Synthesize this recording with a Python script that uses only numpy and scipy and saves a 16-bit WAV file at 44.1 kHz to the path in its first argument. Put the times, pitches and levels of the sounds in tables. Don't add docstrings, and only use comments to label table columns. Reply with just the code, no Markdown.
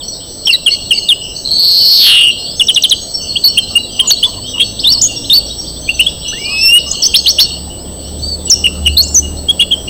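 import sys
import numpy as np
from scipy import signal
from scipy.fft import rfft, irfft, next_fast_len
from scipy.io import wavfile
from scipy.ndimage import uniform_filter1d, map_coordinates

SR = 44100
rng = np.random.default_rng(int(sys.argv[2]) if len(sys.argv) > 2 else 0)


def transcribe(signal):
    frames = np.atleast_2d(signal).T
    limited = np.clip(frames, -1, 1)
    pcm = np.round(limited * 32767).astype(np.int16)
    wavfile.write(sys.argv[1], SR, pcm)


N = 436149

# (t/s, level/dB)
ROAD_LEVEL = [(0, -35), (9.89, -31)]
# (f/Hz, density/dB)
ROAD_SPECTRUM = [(25, -1), (60, 1.5), (635, -5), (1000, -18), (2290, -31.5), (4400, -18.5), (7200, -34.5),
                 (7950, -18), (9000, -33), (15700, -31.5)]
# (t/s, firing f/Hz, level/dB)
CAR_PASS = [(2.4, 36.05, -48), (3.0, 41.47, -43), (3.8, 46.5, -36), (4.2, 47.63, -38.5), (5.2, 56.9, -30.5),
            (5.5, 51.4, -41), (6.1, 40.9, -48)]
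LORRY_PASS = [(4.0, 25.95, -52), (5.7, 30.04, -32), (6.5, 33.1, -37), (7.5, 35.47, -32),
              (8.8, 36.96, -24.5), (9.4, 36.7, -24.5), (9.55, 37.3, -29), (9.89, 37.64, -31)]
# (multiple, level/dB)
CAR_HARMONICS = [(1, -4), (2, 1), (4, -7.5), (5, -1.5), (6, -8.5)]
LORRY_HARMONICS = [(1, -10.5), (2, 3.5), (3, -11), (5, -5.5), (7, -12.5), (8, -12.5), (10, -13.5)]
# (f/Hz, level/dB)
WHINE_TONES = [(8000, -30.5), (15083, -47)]
FRAME_HZ, FIRST_GAP_S = 29.986, .0279
# (t/s, length/s, f/Hz, level/dB)
FAR_HOOTS = [(3.7, 0.055, 1200, -39), (3.986, 0.11, 1060, -35), (4.25, 0.15, 1003, -39),
             (4.544, .05, 1043, -35.5), (4.849, .15, 1030, -40.5), (6.45, 0.134, 1152, -41),
             (6.86, 0.091, 1156, -38.5), (8.682, 0.12, 1290, -45.5)]
# (t/s, level/dB)
TWITTER_LEVEL = [(0, -18), (.2, -30), (1.2, -26), (2.3, -24), (3.3, -28), (4.4, -25.5), (5.5, -27),
                 (6.5, -23.5), (7.4, -20), (7.8, -44), (8.3, -31), (9.3, -40.5), (9.89, -35)]
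# (t/s, start f/Hz, end f/Hz, level/dB)
DISTANT_CALLS = [(0, 3900, 3000, -25), (.075, 4260, 4435, -27), (.08, 6000, 5700, -23),
                 (1.203, 3110, 2885, -22.5), (1.35, 4392, 4392, -21), (3.013, 6520, 6620, -26),
                 (3.138, 5469, 5460, -11.5), (3.217, 6400, 5986, -23), (3.287, 4360, 4296, -16),
                 (3.479, 5220, 5600, -17), (3.618, 4306, 4080, -20), (3.688, 4440, 4470, -23),
                 (3.785, 3900, 4050, -22), (3.83, 3930, 3940, -21), (4.164, 3789, 4100, -20),
                 (4.328, 3100, 2900, -27), (4.62, 4100, 4450, -19), (4.79, 3040, 5630, -17.5),
                 (4.974, 4230, 5400, -18), (5.161, 5570, 5565, -15.5), (5.462, 5740, 5430, -23),
                 (5.501, 3680, 3900, -20), (5.582, 5530, 5560, -16), (5.666, 3280, 5070, -25),
                 (5.942, 6060, 6000, -23), (6.26, 4270, 4040, -27), (6.279, 5990, 6020, -18.5),
                 (6.443, 3620, 5280, -22.5), (6.447, 4500, 4415, -21), (6.783, 3630, 5300, -19.5),
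                 (6.922, 4250, 4330, -24), (9.225, 2865, 2885, -22.5), (7.7, 2850, 3000, -31),
                 (8.19, 3600, 4400, -33), (9.37, 4000, 4450, -31), (9.775, 3200, 3230, -26),
                 (5.9, 4450, 4480, -24), (5.76, 3100, 3700, -29)]
CALL_S = .027
# (t/s, length/s, start f/Hz, end f/Hz, level/dB)
DISTANT_SLIDES = [(2.384, .063, 5081, 5081, -29), (2.378, .14, 4040, 4650, -24.5),
                  (2.502, .15, 4900, 5500, -29), (2.995, .39, 4050, 4580, -30.5),
                  (4.365, .062, 4460, 4500, -28.5), (4.439, .057, 2970, 3300, -26),
                  (5.24, .03, 2820, 4400, -23), (6.862, .074, 5320, 5050, -25),
                  (6.919, .1, 7620, 7420, -32), (7.78, .051, 4070, 5320, -34.5),
                  (8.037, .053, 4900, 5840, -35), (8.891, .06, 4000, 4600, -28),
                  (9.018, .14, 4850, 5540, -28.5)]
# (f/Hz, width/Hz, level/dB)
MIC_CAVITY = [(2830, 330, 2), (4398, 187, 2), (5400, 270, -2.5), (5800, 390, -5.5), (6760, 830, -5)]
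# (delay/s, level/dB)
WALL_ECHOES = [(.0021, -8), (.0063, -7.5), (.011, -13.5), (.019, -20)]

# (t/s, slide/s, hold/s, start f/Hz, held f/Hz, level/dB)
SLIDING_CHIRPS = [(.454, .01, .021, 5600, 5450, -13.5), (.468, .013, .006, 3250, 3080, -6.5),
                  (.505, .016, .002, 5500, 4800, -20), (.93, .014, .001, 5500, 4700, -21),
                  (.493, .015, .002, 2930, 2680, -6), (.662, .019, .007, 3400, 2800, -5),
                  (.908, .014, .011, 3230, 2760, -5), (1.024, .019, .023, 4220, 4320, -20.5),
                  (1.087, .041, .003, 3830, 2790, -5), (3.357, .012, .008, 2700, 3330, -11.5),
                  (3.439, .008, .002, 4150, 4600, -1.5), (3.451, .017, .001, 4600, 4230, -1),
                  (3.47, .008, .004, 4250, 4520, -2), (3.574, .013, .006, 2700, 3180, -2),
                  (3.755, .007, .016, 2756, 2850, -4.5), (3.992, .009, .015, 2756, 3160, -5.5),
                  (4.073, .024, .001, 7062, 6700, -10), (4.098, .016, .001, 6700, 5500, -10),
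                  (4.103, .012, .027, 2876, 4500, -4.5), (4.228, .014, .023, 2842, 3470, -6),
                  (4.58, .005, .005, 2700, 3100, -15), (4.596, .012, .008, 2950, 2740, -11),
                  (4.597, .012, .006, 3150, 3250, -7), (4.615, .005, .001, 3250, 3560, -6),
                  (4.621, .014, .001, 3520, 3200, -8), (4.839, .013, .012, 2750, 3640, -11),
                  (4.867, .04, .019, 3500, 4620, -6.5), (4.917, .004, .002, 5750, 5500, -12),
                  (4.925, .013, .001, 5560, 4950, -8), (4.94, .015, .037, 4750, 4330, -16),
                  (5.013, .009, .004, 4800, 7200, -7), (5.027, .029, .002, 7150, 6330, -9),
                  (5.058, .008, .016, 6400, 6800, -11), (5.298, .005, .024, 2900, 3690, -7.5),
                  (5.329, .014, .046, 3700, 4560, -5), (5.358, .008, .008, 5500, 5050, -17),
                  (5.878, .01, .001, 2350, 2550, -24), (5.891, .004, .006, 2620, 2760, -6),
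                  (5.994, .016, .009, 2583, 3060, -3), (6.064, .009, .016, 3100, 3410, -8.5),
                  (6.913, .006, .001, 6000, 7300, -6.5), (7.021, .013, .001, 6300, 5020, -8.5),
                  (7.026, .012, .004, 4390, 4540, -12), (7.045, .02, .002, 4500, 4900, -17),
                  (7.036, .036, .002, 5020, 6160, -8.5), (7.14, .027, .002, 2700, 4550, -3),
                  (7.157, .012, .014, 4700, 5500, -7), (7.185, .005, .012, 4800, 4370, -8),
                  (7.26, .024, .02, 2780, 4500, -6), (7.288, .022, .001, 4750, 5950, -9),
                  (7.311, .008, .001, 5900, 5300, -12), (7.385, .027, .025, 2750, 4520, -5),
                  (7.397, .01, .04, 4400, 5520, -8), (7.438, .01, .002, 4500, 4350, -12),
                  (8.222, .05, .002, 4420, 4650, -24), (8.276, .08, .004, 4640, 4420, -22),
                  (8.452, .02, .013, 7900, 7860, -22.5), (8.5, .006, .001, 7300, 6200, -2),
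                  (8.507, .013, .002, 6200, 5300, 4), (8.523, .016, .006, 5330, 5620, 0),
                  (8.641, .008, .001, 2830, 2970, -5), (8.651, .014, .012, 2950, 2800, -6),
                  (8.853, .006, .001, 3000, 3050, -20), (8.862, .008, .015, 3050, 2810, -6),
                  (8.969, .012, .002, 3600, 4400, -2), (8.985, .012, .003, 4350, 4180, -3),
                  (9.002, .006, .014, 4250, 4450, -6), (9.018, .022, .002, 5000, 7200, -17.5),
                  (9.045, .09, .02, 7350, 7275, -31), (9.076, .008, .004, 5400, 6400, -27),
                  (9.145, .02, .004, 7100, 5900, -4.5), (9.17, .016, .001, 5950, 6300, -4.5),
                  (9.188, .008, .006, 6250, 6000, -6), (9.486, .027, .003, 3240, 3340, -8),
                  (9.595, .02, .02, 2756, 3400, -7), (9.619, .004, .01, 2928, 2790, -11),
                  (9.71, .008, .002, 2800, 3400, -10), (9.721, .022, .002, 3350, 3050, -10),
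                  (9.875, .009, .006, 2799, 2842, -23.5)]
# (t/s, slide/s, hold/s, fundamental start f/Hz, fundamental held f/Hz, octave level/dB)
HOLLOW_NOTES = [(.525, .018, .018, 2304, 1950, -7.5), (.707, .012, .035, 2090, 2210, -12),
                (.945, .016, .012, 2260, 2310, -18), (.978, .012, .003, 2290, 2170, -12.5)]
HOLLOW_OCTAVE_DB = 24
# (t/s, top f/Hz, low f/Hz, level/dB)
TRILL_STROKES = [(2.597, 3617, 2860, -4.5), (2.683, 3703, 3020, -3.5), (2.759, 4005, 2870, -5),
                 (2.836, 4048, 3040, -3.5), (2.91, 4220, 3050, -3)]
STROKE_FALL_S, STROKE_HOLD_S = .018, .007
TICK_LEAD_S, TICK_S, TICK_OVER_TOP, TICK_LOW_HZ = .013, .006, 1.62, 5200
TICK_DB, TICK_GROWS_DB = -10, 2.2
FADE_DB = 5
REBOUND = .1
SLUR_S, SLUR_SHARE = .005, .06

# (t/s, level/dB, sweep top f/Hz, sweep low f/Hz), pitches nominal
WHEEZE_SWEEPS = [(1.445, -10, 4350, 3850), (1.55, -9, 4550, 4080), (1.65, -5, 4900, 3900),
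                 (1.9, -2, 5300, 3990), (1.98, -1.5, 5250, 3680), (2.07, 1.5, 4700, 3050),
                 (2.14, -3.5, 4230, 2560), (2.25, -5, 3380, 2540), (2.308, -8, 3080, 2600)]
BASE_SWEEPS_PER_S, SWEEPS_PER_KHZ = 152, 24
WHEEZE_EDGE_S, BROKEN_S = .012, .06

# (t/s, level/dB)
WHISTLE_OCTAVE = [(6.465, -48), (6.51, -24), (6.6, -21), (6.64, -8), (6.68, -7), (6.7, -14), (6.735, -45)]
WHISTLE_START_S, WHISTLE_END_S = 6.322, 6.779
WHISTLE_END_HZ, CLIMB_HZ_PER_S, SCOOP_HZ, SCOOP_S = 2900, 1500, 950, .042
STEP_HZ, STEP_S = 230, .065
WHISTLE_END_DB, GROWS_DB_PER_S = -2, 86
RAGGED_DB, RAGGED_S = 8, .08

CONVERTER_HZ, CLIP_LEVEL, TOP_HZ = 48000, .77, 15840


def amp(db):
    return 10 ** (np.asarray(db) / 20)


def unit(x):
    return x / np.sqrt(np.mean(x ** 2) + 1e-20)


def curves(rows):
    s, *cols = np.transpose(rows)
    t = np.arange(N) / SR
    gate = uniform_filter1d(1. * (t > s[0]) * (t < s[-1]), size=200)
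    return [np.interp(t, s, c) for c in cols] + [gate]


def wobble(rate):
    knots = rng.standard_normal(int(N * rate / SR) + 4)
    return map_coordinates(knots, [np.arange(N) * rate / SR])


def filtered(x, response):
    m = next_fast_len(N + SR // 2)
    return irfft(rfft(x, m) * response(np.fft.rfftfreq(m, 1 / SR)), m)[:N]


def tone(hz):
    return 2 * np.pi * np.cumsum(hz) / SR


def cavity(f):
    total = 0
    for k, (centre, width, db) in enumerate(MIC_CAVITY):
        resonance = 1j * f * width / (centre * centre - f * f + 1j * f * width)
        total = total + (-1) ** k * amp(db) * resonance
    return total


def room(x, t60):
    out, step, t = np.zeros(N + SR), SR // 4, np.arange(SR // 2) / SR
    for start in range(0, N, step):
        tail = rng.standard_normal(len(t)) * amp(-60 * t / t60) * (1 - np.exp(-t / 0.0014))
        wet = signal.fftconvolve(x[start:start + step], tail / np.linalg.norm(tail))
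        out[start:start + len(wet)] += wet
    return filtered(out[:N], lambda f: cavity(f) / (1 + (2500 / (f + 1)) ** 12))


def roughness(catches, warble):
    slips = np.cumsum((rng.random(N) < catches / SR) * rng.uniform(-np.pi, np.pi, N))
    return uniform_filter1d(np.exp(1j * slips), size=40) * np.exp(1j * warble * wobble(260))


def add(out, s, length, shares, pitch_hz, db, edge, octave_db, rough):
    u = np.linspace(-edge, length + edge, int((length + 2 * edge) * SR))
    first = max(round((s - edge) * SR), 0)
    place = out[first:][:len(u)]
    unsteady = rough[first:][:len(u)]
    u = u[:len(place)]
    phase = tone(np.interp(u / length, shares, pitch_hz)) + np.angle(unsteady)
    from_end = np.minimum(u + edge, length + edge - u)
    shape = np.sin(np.pi / 2 * np.clip(from_end / (3 * edge), 0, 1)) ** 2
    level = np.sqrt(2) * amp(np.interp(u / length, shares, db + np.zeros(len(shares))))
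    voice = np.sin(phase) + amp(octave_db) * np.sin(2 * phase)
    place += level * shape * np.abs(unsteady) * voice


def engine(table, orders):
    hz, level_db, gate = curves(table)
    phase = tone(hz + 0.3016 * wobble(3))
    harmonics = sum(amp(db + 3.0 * wobble(8)) * np.sin(k * phase) for k, db in orders)
    return gate * amp(level_db) * harmonics


def traffic():
    z = signal.stft(rng.standard_normal(N), nperseg=1024)[2]
    patches = uniform_filter1d(rng.standard_normal(z.shape), size=4, axis=0)
    patches = uniform_filter1d(patches, size=6, axis=1)
    noise = signal.istft(z * amp(1.8 * unit(patches)), nperseg=1024)[1][:N]
    f, db = np.transpose(ROAD_SPECTRUM)
    road = unit(filtered(noise, lambda hz: amp(np.interp(np.log(hz + 1), np.log(f + 1), db))))
    engines = engine(CAR_PASS, CAR_HARMONICS) + engine(LORRY_PASS, LORRY_HARMONICS)
    return amp(curves(ROAD_LEVEL)[0] + 2.5) * road + engines


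def whine():
    t = np.arange(N) / SR
    from_gap = np.abs(((t - FIRST_GAP_S) * FRAME_HZ + .5) % 1 - .5) / FRAME_HZ
    gate = np.clip(from_gap / 0.00095 - .2, 0, 1)
    tones = sum(np.sqrt(2) * amp(db + 1.2 * wobble(40)) * np.sin(2 * np.pi * hz * t)
                for hz, db in WHINE_TONES)
    return gate * tones


def hoots():
    out, rough = np.zeros(N), roughness(45, 1.2)
    for s, length, hz, db in FAR_HOOTS:
        add(out, s, length, [0, 1], [hz, .98 * hz], db, edge=0.0048, octave_db=-18.5, rough=rough)
    return out * amp(4.5 * wobble(35))


def neighbours():
    calls, blur, rough = np.zeros(N), np.zeros(N), roughness(20, .45)
    short_calls = [(s, CALL_S, *row) for s, *row in DISTANT_CALLS]
    for s, length, hz_a, hz_b, db in short_calls + DISTANT_SLIDES:
        knee_hz = hz_a + .7 * (hz_b - hz_a)
        add(calls, s, length, [0, .4, 1], [hz_a, knee_hz, hz_b], db,
            edge=0.0024, octave_db=-33, rough=rough)
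    for s, height, slide, size in rng.random((520, 4)):
        hz = 2900 + 3300 * height ** 1.5
        end_hz = np.clip(hz + 2600 * (slide - .35), 2750, 6600)
        add(blur, s * N / SR, .03, [0, 1], [hz, end_hz], -11 * size,
            edge=.004, octave_db=-30, rough=rough)
    calls *= amp(2.5 * wobble(120))
    heard = amp(-2) * calls + room(calls, t60=.4)
    return heard + amp(curves(TWITTER_LEVEL)[0]) * unit(room(blur, t60=0.6))


def slurred(notes):
    breaths = []
    for s, slide, hold, hz_a, hz_b, db, octave_db in sorted(notes):
        slide, hold = slide + 1e-4, hold + 1e-4
        rebound_hz = hz_b + REBOUND * (hz_a - hz_b)
        points = [(s, hz_a, db), (s + slide, hz_b, db), (s + slide + hold, rebound_hz, db)]
        open_ends = [b for b, _ in breaths
                     if abs(b[-1][0] - s) < SLUR_S and abs(b[-1][1] / hz_a - 1) < SLUR_SHARE]
        if open_ends:
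            open_ends[0][:] = [p for p in open_ends[0] if p[0] < s] + points
        else:
            breaths.append((points, octave_db))
    return breaths


def chirps():
    out, rough = np.zeros(N), roughness(30, .55)
    strokes = [(s, STROKE_FALL_S, STROKE_HOLD_S, hz, low_hz, db) for s, hz, low_hz, db in TRILL_STROKES]
    ticks = [(s - TICK_LEAD_S, TICK_S, 0, TICK_OVER_TOP * hz, TICK_LOW_HZ, TICK_DB + TICK_GROWS_DB * k)
             for k, (s, hz, *_) in enumerate(TRILL_STROKES[1:])]
    notes = [(*row, -35) for row in SLIDING_CHIRPS + strokes + ticks]
    notes += [(*row, db - HOLLOW_OCTAVE_DB, HOLLOW_OCTAVE_DB) for *row, db in HOLLOW_NOTES]
    for points, octave_db in slurred(notes):
        s, pitch_hz, db = np.transpose(points)
        db[-1] -= FADE_DB
        length = s[-1] - s[0]
        add(out, s[0], length, (s - s[0]) / length, pitch_hz, db,
            edge=.0033, octave_db=octave_db, rough=rough)
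    return out * amp(1.8 * wobble(150))


def ragged(start_s, rate):
    return RAGGED_DB * np.exp(-np.abs(np.arange(N) / SR - start_s) / RAGGED_S) * wobble(rate)


def wheeze():
    level_db, top_hz, low_hz, gate = curves(WHEEZE_SWEEPS)
    level_db = level_db + ragged(WHEEZE_SWEEPS[0][0], rate=130)
    gate = uniform_filter1d(gate, size=round(WHEEZE_EDGE_S * SR))
    centre_hz, span_hz = (top_hz + low_hz) / 2, top_hz - low_hz
    t = np.arange(N) / SR
    broken = sum(np.exp(-((t - row[0]) / BROKEN_S) ** 2) for row in (WHEEZE_SWEEPS[0], WHEEZE_SWEEPS[-1]))
    sweep_rate = BASE_SWEEPS_PER_S + SWEEPS_PER_KHZ * span_hz / 1000
    cycles = np.cumsum(sweep_rate * (1 - .2 * broken + .06 * wobble(90))) / SR
    within, odd = cycles % 1, (-1) ** np.floor(cycles)
    fall = .5 * np.cos(np.pi * within ** .85) + .08 * odd * (1 - within)
    pitch_hz = centre_hz + span_hz * fall + 35 * wobble(250)
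    puff = np.sin(np.pi * within) ** (.7 + 3 * broken) * amp(1.0 * wobble(170))
    voice = puff * np.sin(tone(pitch_hz))
    voice = 0.22 * voice + 1.3 * filtered(voice, cavity)
    voice = filtered(voice, lambda f: 1 / (1 + (2570 / (f + 1)) ** 12))
    return amp(level_db + 2.5) * gate * voice


def whistle():
    left, gate = curves([(WHISTLE_START_S, WHISTLE_END_S - WHISTLE_START_S), (WHISTLE_END_S, 0)])
    since = left[0] - left
    hz = WHISTLE_END_HZ - CLIMB_HZ_PER_S * left - SCOOP_HZ * np.exp(-since / SCOOP_S)
    level_db = WHISTLE_END_DB - GROWS_DB_PER_S * left + ragged(WHISTLE_START_S, rate=60)
    octave_db = curves(WHISTLE_OCTAVE)[0]
    steps_hz = STEP_HZ * np.sin(2 * np.pi * since / STEP_S) ** 3 * np.exp(-since / RAGGED_S)
    phase = tone(hz + 18 * wobble(60) + steps_hz)
    partials = sum(amp(-26 - 3.3 * k) * np.sin((k + 3) * phase) for k in range(3))
    voice = amp(level_db) * (np.sin(phase) + partials) + amp(octave_db) * np.sin(2 * phase)
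    return np.sqrt(2) * gate * voice


def scene():
    background = traffic() + whine() + hoots() + neighbours()
    song = chirps() + wheeze() + whistle()
    echoes = sum(amp(db) * np.pad(song, (round(s * SR), 0))[:N] for s, db in WALL_ECHOES)
    near = amp(2.5) * (song + filtered(echoes, cavity)) + amp(-11.5) * room(song, t60=0.5)
    return (background + near)[None]


def record(dry):
    seconds = N // SR + 1
    fine = signal.resample(np.pad(dry[0], (0, seconds * SR - N)), seconds * CONVERTER_HZ)
    clipped = np.clip(fine, -CLIP_LEVEL, CLIP_LEVEL)
    squashed = signal.resample(clipped, seconds * SR)[:N]
    power = uniform_filter1d(squashed ** 2, size=300)
    noise = filtered(rng.standard_normal(N), lambda hz: hz > 900)
    noisy = squashed + amp(-26) * power * noise
    return filtered(noisy, lambda hz: hz < TOP_HZ)[None]


dry = scene()
out = record(dry)
transcribe(out)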